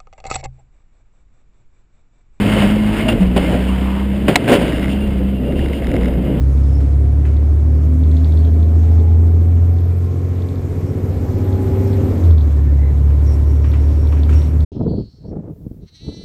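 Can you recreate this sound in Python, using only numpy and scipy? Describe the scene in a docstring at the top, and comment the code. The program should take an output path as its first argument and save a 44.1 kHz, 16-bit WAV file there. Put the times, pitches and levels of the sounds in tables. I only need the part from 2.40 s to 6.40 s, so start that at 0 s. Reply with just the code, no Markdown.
"""A four-cylinder engine races, then drops to a steady boom, inside a stripped stock car on a short oval.
Tyres drum, squeal and scrub, the bare shell rattles, a faint high whine runs throughout. The car takes a
knock, then a heavy collision: a bang, a hard crack close by, a long crunch of buckling steel. Afterwards
a loose part chatters, rubbing steel squeaks, and a low drone sounds near the end.
The loudest blows overload the microphone."""
import sys
import numpy as np
from scipy import signal
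from scipy.fft import rfft, irfft
from scipy.io import wavfile
from scipy.ndimage import uniform_filter1d

SR = 44100
rng = np.random.default_rng(int(sys.argv[2]) if len(sys.argv) > 2 else 0)


def wav_out(sig):
    """Save sig, one row per channel (or a flat mono array), as 16-bit PCM at SR to the path in sys.argv[1]."""
    wavfile.write(sys.argv[1], SR, np.round(np.clip(np.atleast_2d(sig).T, -1, 1) * 32767).astype(np.int16))


N = 176400
T = np.arange(N) / SR

# high whine: centre_hz, width_hz, relative_db
WHINE_BANDS = [(11809, 22, 0), (11939, 14, -3), (12067, 14, -4), (12198, 22, 0), (12000, 600, 2)]
# tyre drumming: time_s, level_db
ROAD_LEVEL = [(0, -20), (.22, -16), (.45, -25.5), (.62, -22), (.72, -19), (.92, -23), (1.12, -18.5),
              (1.3, -26), (1.7, -28), (1.87, -22), (2.03, -12), (2.25, -17), (2.6, -25), (2.72, -22),
              (2.98, -26.5), (3.1, -18.5), (3.4, -25), (3.55, -17.5), (3.75, -20.5), (4, -19)]
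# its spectrum: freq_hz, density_db
ROAD_SPECTRUM = [(30, -27), (60, -11), (85, -6), (105, -2), (150, -2.5), (210, -0.5), (280, -1.5),
                 (380, -7), (540, -9.5), (700, -16.5), (900, -30.5), (1300, -36.5), (3000, -54),
                 (6000, -67)]
# suspension rumble: time_s, relative_db
RUMBLE_LEVEL = [(0.0, -36), (0.86, -26), (1.49, -50), (1.55, -37), (2.85, -31), (2.94, -43), (3.21, -28),
                (3.39, -37), (3.52, -25), (4.0, -34)]
# its spectrum: freq_hz, density_db
RUMBLE_SPECTRUM = [(12, -23), (25, -15), (40, 0), (52, -5), (80, -6.5), (160, -36), (600, -110)]
# tyre squeals and scrubs, last row a low drone: start_s, level_db, hold_s, pitch_hz, width_hz
SQUEALS_AND_DRONE = [(0.578, -31, 0.042, 2160, 183), (0.644, -23.5, 0.044, 614.6, 28),
                     (1.075, -23.5, 0.069, 613, 82), (1.28, -35.5, 0.044, 1000, 230),
                     (1.423, -35, 0.19, 950, 330), (3.753, -22, .22, 150.2, 13.7)]

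# shell rattle: time_s, level_db
RATTLE_LEVEL = [(0, -24.5), (.06, -25), (.13, -21.5), (.23, -21), (.38, -31), (.52, -29), (.6, -24),
                (.65, -30), (.72, -30.5), (.93, -36), (1.0, -28.5), (1.13, -28), (1.22, -31), (1.5, -34),
                (1.85, -36.5), (1.92, -26), (2.04, -26.5), (2.2, -26), (2.35, -30), (2.52, -35),
                (2.6, -35.5), (2.92, -39.5), (2.97, -45), (3.04, -41), (3.2, -37.5), (3.4, -39),
                (3.55, -36), (3.75, -39.5), (4, -38.5)]
# bare steel, rattling or crunching: freq_hz, density_db
STEEL_SPECTRUM = [(250, -32), (600, 4.5), (800, 1), (1000, 0.5), (1170, -4), (1500, -1.5), (2080, -3.5),
                  (2450, -4), (2950, -2.5), (3400, -9), (4200, -19), (4900, -19), (5500, -27), (6000, -39),
                  (6500, -27), (7200, -22), (8200, -22.5), (9200, -15.5), (10800, -28.5), (12400, -27),
                  (13300, -33), (14900, -22.5), (16000, -31)]
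# rattling panels: centre_hz, width_hz, relative_db
PANEL_RINGS = [(931, 20, -19.5), (1936, 35, -18), (2127, 60, -12.5), (2675, 45, -17.5), (2862, 36, -15),
               (2990, 35, -17.5), (3090, 28, -27), (3240, 34, -29.5)]
# loose part contacts: start_s, relative_db
TICKS = [(2.2809, -18), (2.3224, -21.5), (2.3304, -24), (2.3449, -32), (2.3545, -30), (2.3684, -38),
         (2.3825, -22), (2.3955, -23), (2.4074, -34), (2.4303, -24), (2.4437, -22), (2.458, -25),
         (2.4815, -21), (2.4924, -24), (3.1233, -29.5), (3.193, -22.5), (3.2594, -27), (3.2854, -25),
         (3.3074, -34), (3.3333, -26.5), (3.4012, -41), (3.422, -29), (3.4446, -24), (3.4693, -26),
         (3.4695, -21), (3.4914, -29), (3.5044, -31), (3.5159, -22), (3.5406, -21.5), (3.5558, -27),
         (3.5652, -20.5), (3.5885, -38), (3.6108, -26), (3.6334, -23), (3.6464, -25), (3.6576, -20),
         (3.6836, -23), (3.7382, -29)]
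# its modes: freq_hz, relative_db, t60_s
TICK_MODES = [(1470, -2.5, 0.0071), (1880, 1.5, 0.0055), (2140, -1.5, .013), (3730, -16.5, 0.014),
              (5070, -22.5, 0.011), (6960, -23.5, 0.011), (9906, -19.5, 0.009), (14050, -29, .008)]
# rubbing steel: start_s, tone_db, scrape_db, hold_s
SQUEAKS = [(0.681, -23, -27.5, 0.017), (1.275, -35, -40.5, 0.025), (2.333, -37, -40, 0.034),
           (2.492, -37, -36, 0.038), (2.604, -35, -50, .04), (2.944, -42.5, -49, 0.039),
           (3.046, -40.5, -51, 0.062), (3.155, -40, -42.5, .1), (3.325, -39, -39.5, 0.053),
           (3.492, -42.5, -50, 0.062), (3.67, -42, -50, 0.016)]
# its tone: freq_hz, relative_db
SQUEAK_MODES = [(2785, -2.5), (9220, -17.5), (14800, -23)]
# its scrape: centre_hz, width_hz, relative_db
SCRAPE_BANDS = [(2850, 490, 1), (4730, 600, -16), (7250, 650, -18), (8910, 280, -14)]

# hard strikes by the microphone: start_s, level_db
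CRACKS = [(1.9572, 7), (1.9603, 6), (1.9618, -3)]
# their modes: freq_hz, relative_db, t60_s
CRACK_MODES = [(722, -11.5, 0.046), (950, -7, 0.0087), (1665, -6, 0.01), (2180, 0.5, 0.0055),
               (3730, -5, 0.0069), (4130, -7, 0.0068), (4570, -10, 0.0038), (5350, -25, 0.0057),
               (7460, -14, 0.0064), (8210, -13.5, 0.0087), (9950, -27, 0.0063)]
# blows on the body: start_s, thud_db, crunch_db, rise_s, hold_s, t60_s
BLOWS = [(0.681, -23, -19, 0.0027, 0.0054, 0.065), (0.717, -20.5, -29, 0.0026, 0.0088, 0.065),
         (0.799, -25, -32.5, 0.0091, 0.025, .1), (0.962, -8.5, -19, 0.0023, 0.0098, 0.084),
         (1.879, -6.5, -15.5, 0.005, 0.0086, 0.1), (1.956, -24, -13, .001, 0.0055, 0.037),
         (2.072, -8.5, -17, 0.0082, 0.031, 0.4), (2.116, -9.5, -16, 0.003, 0.026, 0.21),
         (2.209, -15, -30, 0.0048, 0.013, 0.21), (2.803, -20, -52, .003, 0.0066, .04),
         (3.537, -17.5, -52, .003, 0.0077, .05), (3.575, -14.5, -55, 0.0014, 0.0014, 0.017),
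         (3.675, -19, -54, 0.0038, .006, 0.035), (3.896, -22, -54, .003, 0.0067, 0.044)]
# their thud: freq_hz, density_db
THUD_SPECTRUM = [(30, -24), (100, -8), (200, 3), (380, 1), (600, -2), (780, -14.5), (1100, -27),
                 (2000, -37), (4500, -54), (6000, -79)]
# struck panels: centre_hz, width_hz, relative_db
PANEL_BOOMS = [(250, 28, -7), (380, 34, -5), (492, 31, -7.5), (566.5, 25, -9), (730, 68, -15.5)]

# engine, high revs: time_s, firing_hz, second_order_db
HIGH_REVS = [(0.0, 102.8, -17.5), (0.088, 102, -15), (0.144, 107.4, -11), (0.154, 107.3, -21),
             (0.232, 99.6, -9.5), (0.294, 103.2, -15), (0.332, 105.3, -12.5), (0.596, 106.7, -19.5),
             (0.646, 108.4, -25), (0.684, 114.2, -15), (0.774, 112.8, -19.5), (0.8, 112.8, -23)]
# its other orders: firing_multiple, level_db
HIGH_ORDERS = [(.5, -25), (1, -28.5), (1.5, -33), (2.5, -34), (3, -30.5), (4, -41), (6, -39)]
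# engine, low revs: time_s, firing_hz, first_order_relative_db, third_order_relative_db
LOW_REVS = [(0.82, 62.34, -29.5, -7), (0.85, 61.8, -18.5, -19.5), (0.99, 60.74, -21, -19),
            (1.26, 63.5, -19, -21), (1.86, 67.57, -21.5, -19.5), (1.99, 59.95, -36, -33),
            (2.08, 57.9, -44, -21), (2.22, 58.98, -21.5, -30), (2.3, 62.3, -25, -18),
            (2.32, 61.74, -24, -58), (2.4, 62.87, -22.5, -22), (2.64, 69.74, -22, -22),
            (2.81, 62.97, -19.5, -18.5), (2.93, 66.97, -20.5, -20), (3.02, 61.9, -22, -31),
            (3.1, 64.43, -21.5, -34), (3.18, 70.04, -21, -26.5), (3.33, 67.63, -20.5, -32.5),
            (3.4, 67.3, -27, -41), (3.47, 61.0, -17.5, -25), (3.53, 60.17, -26, -47),
            (3.64, 60.9, -16.5, -23), (3.8, 61.38, -19.5, -24), (3.85, 63.8, -20, -30),
            (3.87, 64, -24, -23.5), (4.0, 62.8, -21, -28)]
# its weaker orders: firing_multiple, level_db
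LOW_ORDERS = [(.5, -43), (1.5, -39), (2, -35), (2.5, -39), (3.5, -44), (4, -31.5), (4.5, -37), (5, -37),
              (6, -47.5), (7, -47), (8, -42.5)]


def from_db(db):
    """Decibels to gain."""
    return 10 ** (np.asarray(db) / 20)


def unit_rms(x):
    """Scale to rms 1."""
    return x / np.sqrt(np.mean(x ** 2) + 1e-20)


def curves(rows):
    """Each column after time_s, per sample."""
    time_s, *columns = np.transpose(rows)
    return [np.interp(T, time_s, column) for column in columns]


def drift(rate_hz):
    """Slow random wander; rms about 1."""
    step, settle = 40, 2000
    r = np.exp(-2 * np.pi * rate_hz * step / SR)
    noise = rng.standard_normal(N // step + settle + 2)
    slow = signal.lfilter([1], [1, -2 * r, r * r], noise)[settle:]
    return np.interp(np.arange(N) / step, np.arange(len(slow)), unit_rms(slow))


def coloured(x, spectrum):
    """Shape an excitation by a spectrum; rms 1."""
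    hz, db = np.transpose(spectrum)
    bins_hz = np.maximum(np.arange(N // 2 + 1) * SR / N, 1)
    gain = from_db(np.interp(np.log(bins_hz), np.log(hz), db))
    return unit_rms(irfft(rfft(x) * gain, N))


def grains(per_s, spread_db):
    """Random contacts, mostly small, a few large; rms 1."""
    sizes = from_db(spread_db * np.minimum(rng.exponential(1, N), 5)) * rng.choice([-1, 1], N)
    return unit_rms(sizes * (rng.random(N) < per_s / SR))


def noise_band(hz, width_hz):
    """Noise twice through one resonance; rms 1."""
    r = np.exp(-np.pi * width_hz * np.sqrt(2) / SR)
    section = [1 - r, 0, r - 1, 1, -2 * r * np.cos(2 * np.pi * hz / SR), r * r]
    return unit_rms(signal.sosfilt([section, section], rng.standard_normal(N)))


def noise_bands(bands):
    """Weighted sum of noise bands."""
    return sum(from_db(db) * noise_band(hz, width_hz) for hz, width_hz, db in bands)


def struck(hits, modes, vary_db):
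    """Each hit rings each mode, at a varying strength."""
    start_s, hit_db = np.transpose(hits)
    out = 0
    for k, (hz, mode_db, t60_s) in enumerate(modes):
        strength_db = hit_db + mode_db + vary_db * rng.standard_normal(len(hits))
        clicks = np.zeros(N)
        clicks[(start_s * SR).astype(int)] = from_db(strength_db)
        r, w = np.exp(-np.log(1000) / (t60_s * SR)), 2 * np.pi * hz / SR
        ring = signal.lfilter([0, np.sin(w)], [1, -2 * r * np.cos(w), r * r], clicks + 1e-18)
        out = out + (-1) ** k * ring
    return out


def envelope(start_s, rise_s, hold_s, t60_s):
    """Linear rise, hold, exponential decay."""
    decaying_s = np.maximum(T - start_s - rise_s - hold_s, 0)
    return np.clip((T - start_s) / rise_s, 0, 1) * np.exp(-np.log(1000) * decaying_s / t60_s)


def whine(level_db=-56.5):
    """Faint steady noise bands near 12 kHz."""
    return from_db(level_db) * unit_rms(noise_bands(WHINE_BANDS))


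def road(lumpy_db=1.86, rumble_gain_db=3):
    """Tyres drum on the shell, over deep suspension rumble."""
    drum_db = curves(ROAD_LEVEL)[0] + lumpy_db * drift(36)
    rumble_db = curves(RUMBLE_LEVEL)[0] + rumble_gain_db
    drumming = from_db(drum_db) * coloured(rng.standard_normal(N), ROAD_SPECTRUM)
    rumble = from_db(rumble_db) * coloured(rng.standard_normal(N), RUMBLE_SPECTRUM)
    return drumming + rumble


def squeals_and_drone():
    """Tyre squeals and scrubs, and a low drone near the end."""
    return sum(from_db(db) * envelope(start_s, 0.015, hold_s, t60_s=0.14) * noise_band(hz, width_hz)
               for start_s, db, hold_s, hz, width_hz in SQUEALS_AND_DRONE)


def shell_rattle(firing_phase, throb=0.1, flicker_db=1.0, turns_db=2.5):
    """Bare panels and fittings buzz in dense contacts, shaken by the firing, and ring by turns."""
    contacts = grains(per_s=1500, spread_db=1) + rng.standard_normal(N)
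    buzz = coloured(contacts * (1 + throb * np.sin(firing_phase)), STEEL_SPECTRUM)
    rings = sum(from_db(db) * unit_rms(from_db(turns_db * drift(11)) * noise_band(hz, width_hz))
                for hz, width_hz, db in PANEL_RINGS)
    level_db = curves(RATTLE_LEVEL)[0] + flicker_db * drift(32)
    return from_db(level_db) * unit_rms(buzz + rings)


def loose_part(gain_db=3):
    """A loose part chatters, ringing at each contact."""
    return from_db(gain_db) * struck(TICKS, TICK_MODES, vary_db=2.0)


def steel_squeaks(wobble=0.006):
    """Steel rubs on steel: a wavering three-mode tone and a rough scrape."""
    warped_s = np.cumsum(1 + wobble * drift(70)) / SR
    tone = sum(from_db(db) * np.sqrt(2) * np.sin(2 * np.pi * hz * warped_s) for hz, db in SQUEAK_MODES)
    scrape = unit_rms(noise_bands(SCRAPE_BANDS))
    out = 0
    for start_s, tone_db, scrape_db, hold_s in SQUEAKS:
        rubbing = from_db(tone_db) * tone + from_db(scrape_db) * scrape
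        out = out + envelope(start_s, 0.0037, hold_s, t60_s=0.095) * rubbing
    return out


def crack():
    """Something hard strikes by the microphone and rings briefly."""
    return struck(CRACKS, CRACK_MODES, vary_db=1.5)


def collisions(crumples_per_s=2300):
    """Steel buckles at each blow: a low thud booming in the panels, and a bright crunch."""
    thud = coloured(grains(crumples_per_s, spread_db=2.5), THUD_SPECTRUM) + noise_bands(PANEL_BOOMS)
    thud /= np.sqrt(uniform_filter1d(thud ** 2, size=700))  # level evened over 16 ms
    crunch = coloured(grains(crumples_per_s, spread_db=2), STEEL_SPECTRUM)
    out = 0
    for start_s, thud_db, crunch_db, rise_s, hold_s, t60_s in BLOWS:
        buckling = from_db(thud_db) * thud + from_db(crunch_db) * crunch
        out = out + envelope(start_s, rise_s, hold_s, t60_s) * buckling
    return out


def engine_orders(phase, orders, rough_db):
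    """Multiples of the firing rate, each swelling and fading on its own."""
    out = 0
    for multiple, db in orders:
        amplitude = np.sqrt(2) * from_db(db + rough_db * drift(9.4))
        out = out + amplitude * np.sin(multiple * phase + rng.uniform(0, 2 * np.pi))
    return out


def engine(drop_start_s=0.79, crossfade_s=0.039, speed_jitter=0.0052):
    """Cabin booms on the order near 200 Hz: second at high revs, third at low. Returns sound, phase."""
    high_hz, second_db = curves(HIGH_REVS)
    low_hz, first_db, third_db = curves(LOW_REVS)
    high_phase, low_phase = (2 * np.pi * np.cumsum(hz * (1 + speed_jitter * drift(26.4))) / SR
                             for hz in (high_hz, low_hz))
    racing = engine_orders(high_phase, [(2, second_db)], rough_db=1.5)
    racing += engine_orders(high_phase, HIGH_ORDERS, rough_db=3)
    pulling = engine_orders(low_phase, [(1, first_db + 2), (3, third_db + 1)], rough_db=1.03)
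    pulling += engine_orders(low_phase, LOW_ORDERS, rough_db=2)
    dropped = np.clip((T - drop_start_s) / crossfade_s, 0, 1)
    firing_phase = np.where(dropped < 0.5, high_phase, low_phase)
    return (1 - dropped) * racing + dropped * pulling, firing_phase


def scene():
    """Cabin mix, mono."""
    motor, firing_phase = engine()
    driving = motor + road() + shell_rattle(firing_phase) + squeals_and_drone()
    crash = collisions() + crack()
    return (driving + crash + loose_part() + steel_squeaks() + whine())[None]


def record(dry):
    """Limiter ducks after the loudest peaks; overshoot clips; low-pass cuts the top."""
    threshold_db, release_db_per_s, attack_s, cutoff_hz = 1.5, 47, 0.027, 15300
    over_db = np.maximum(20 * np.log10(np.abs(dry[0]) + 1e-9) - threshold_db, 0)
    held_db = np.maximum.accumulate(over_db + release_db_per_s * T) - release_db_per_s * T
    r = np.exp(-1 / (attack_s * SR))
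    duck_db = signal.lfilter([1 - r], [1, -r], held_db)
    clipped = np.clip(dry * from_db(-duck_db), -1, 1)
    return signal.sosfilt(signal.ellip(10, 0.2, 70, cutoff_hz, fs=SR, output="sos"), clipped)


dry = scene()
out = record(dry)
wav_out(out)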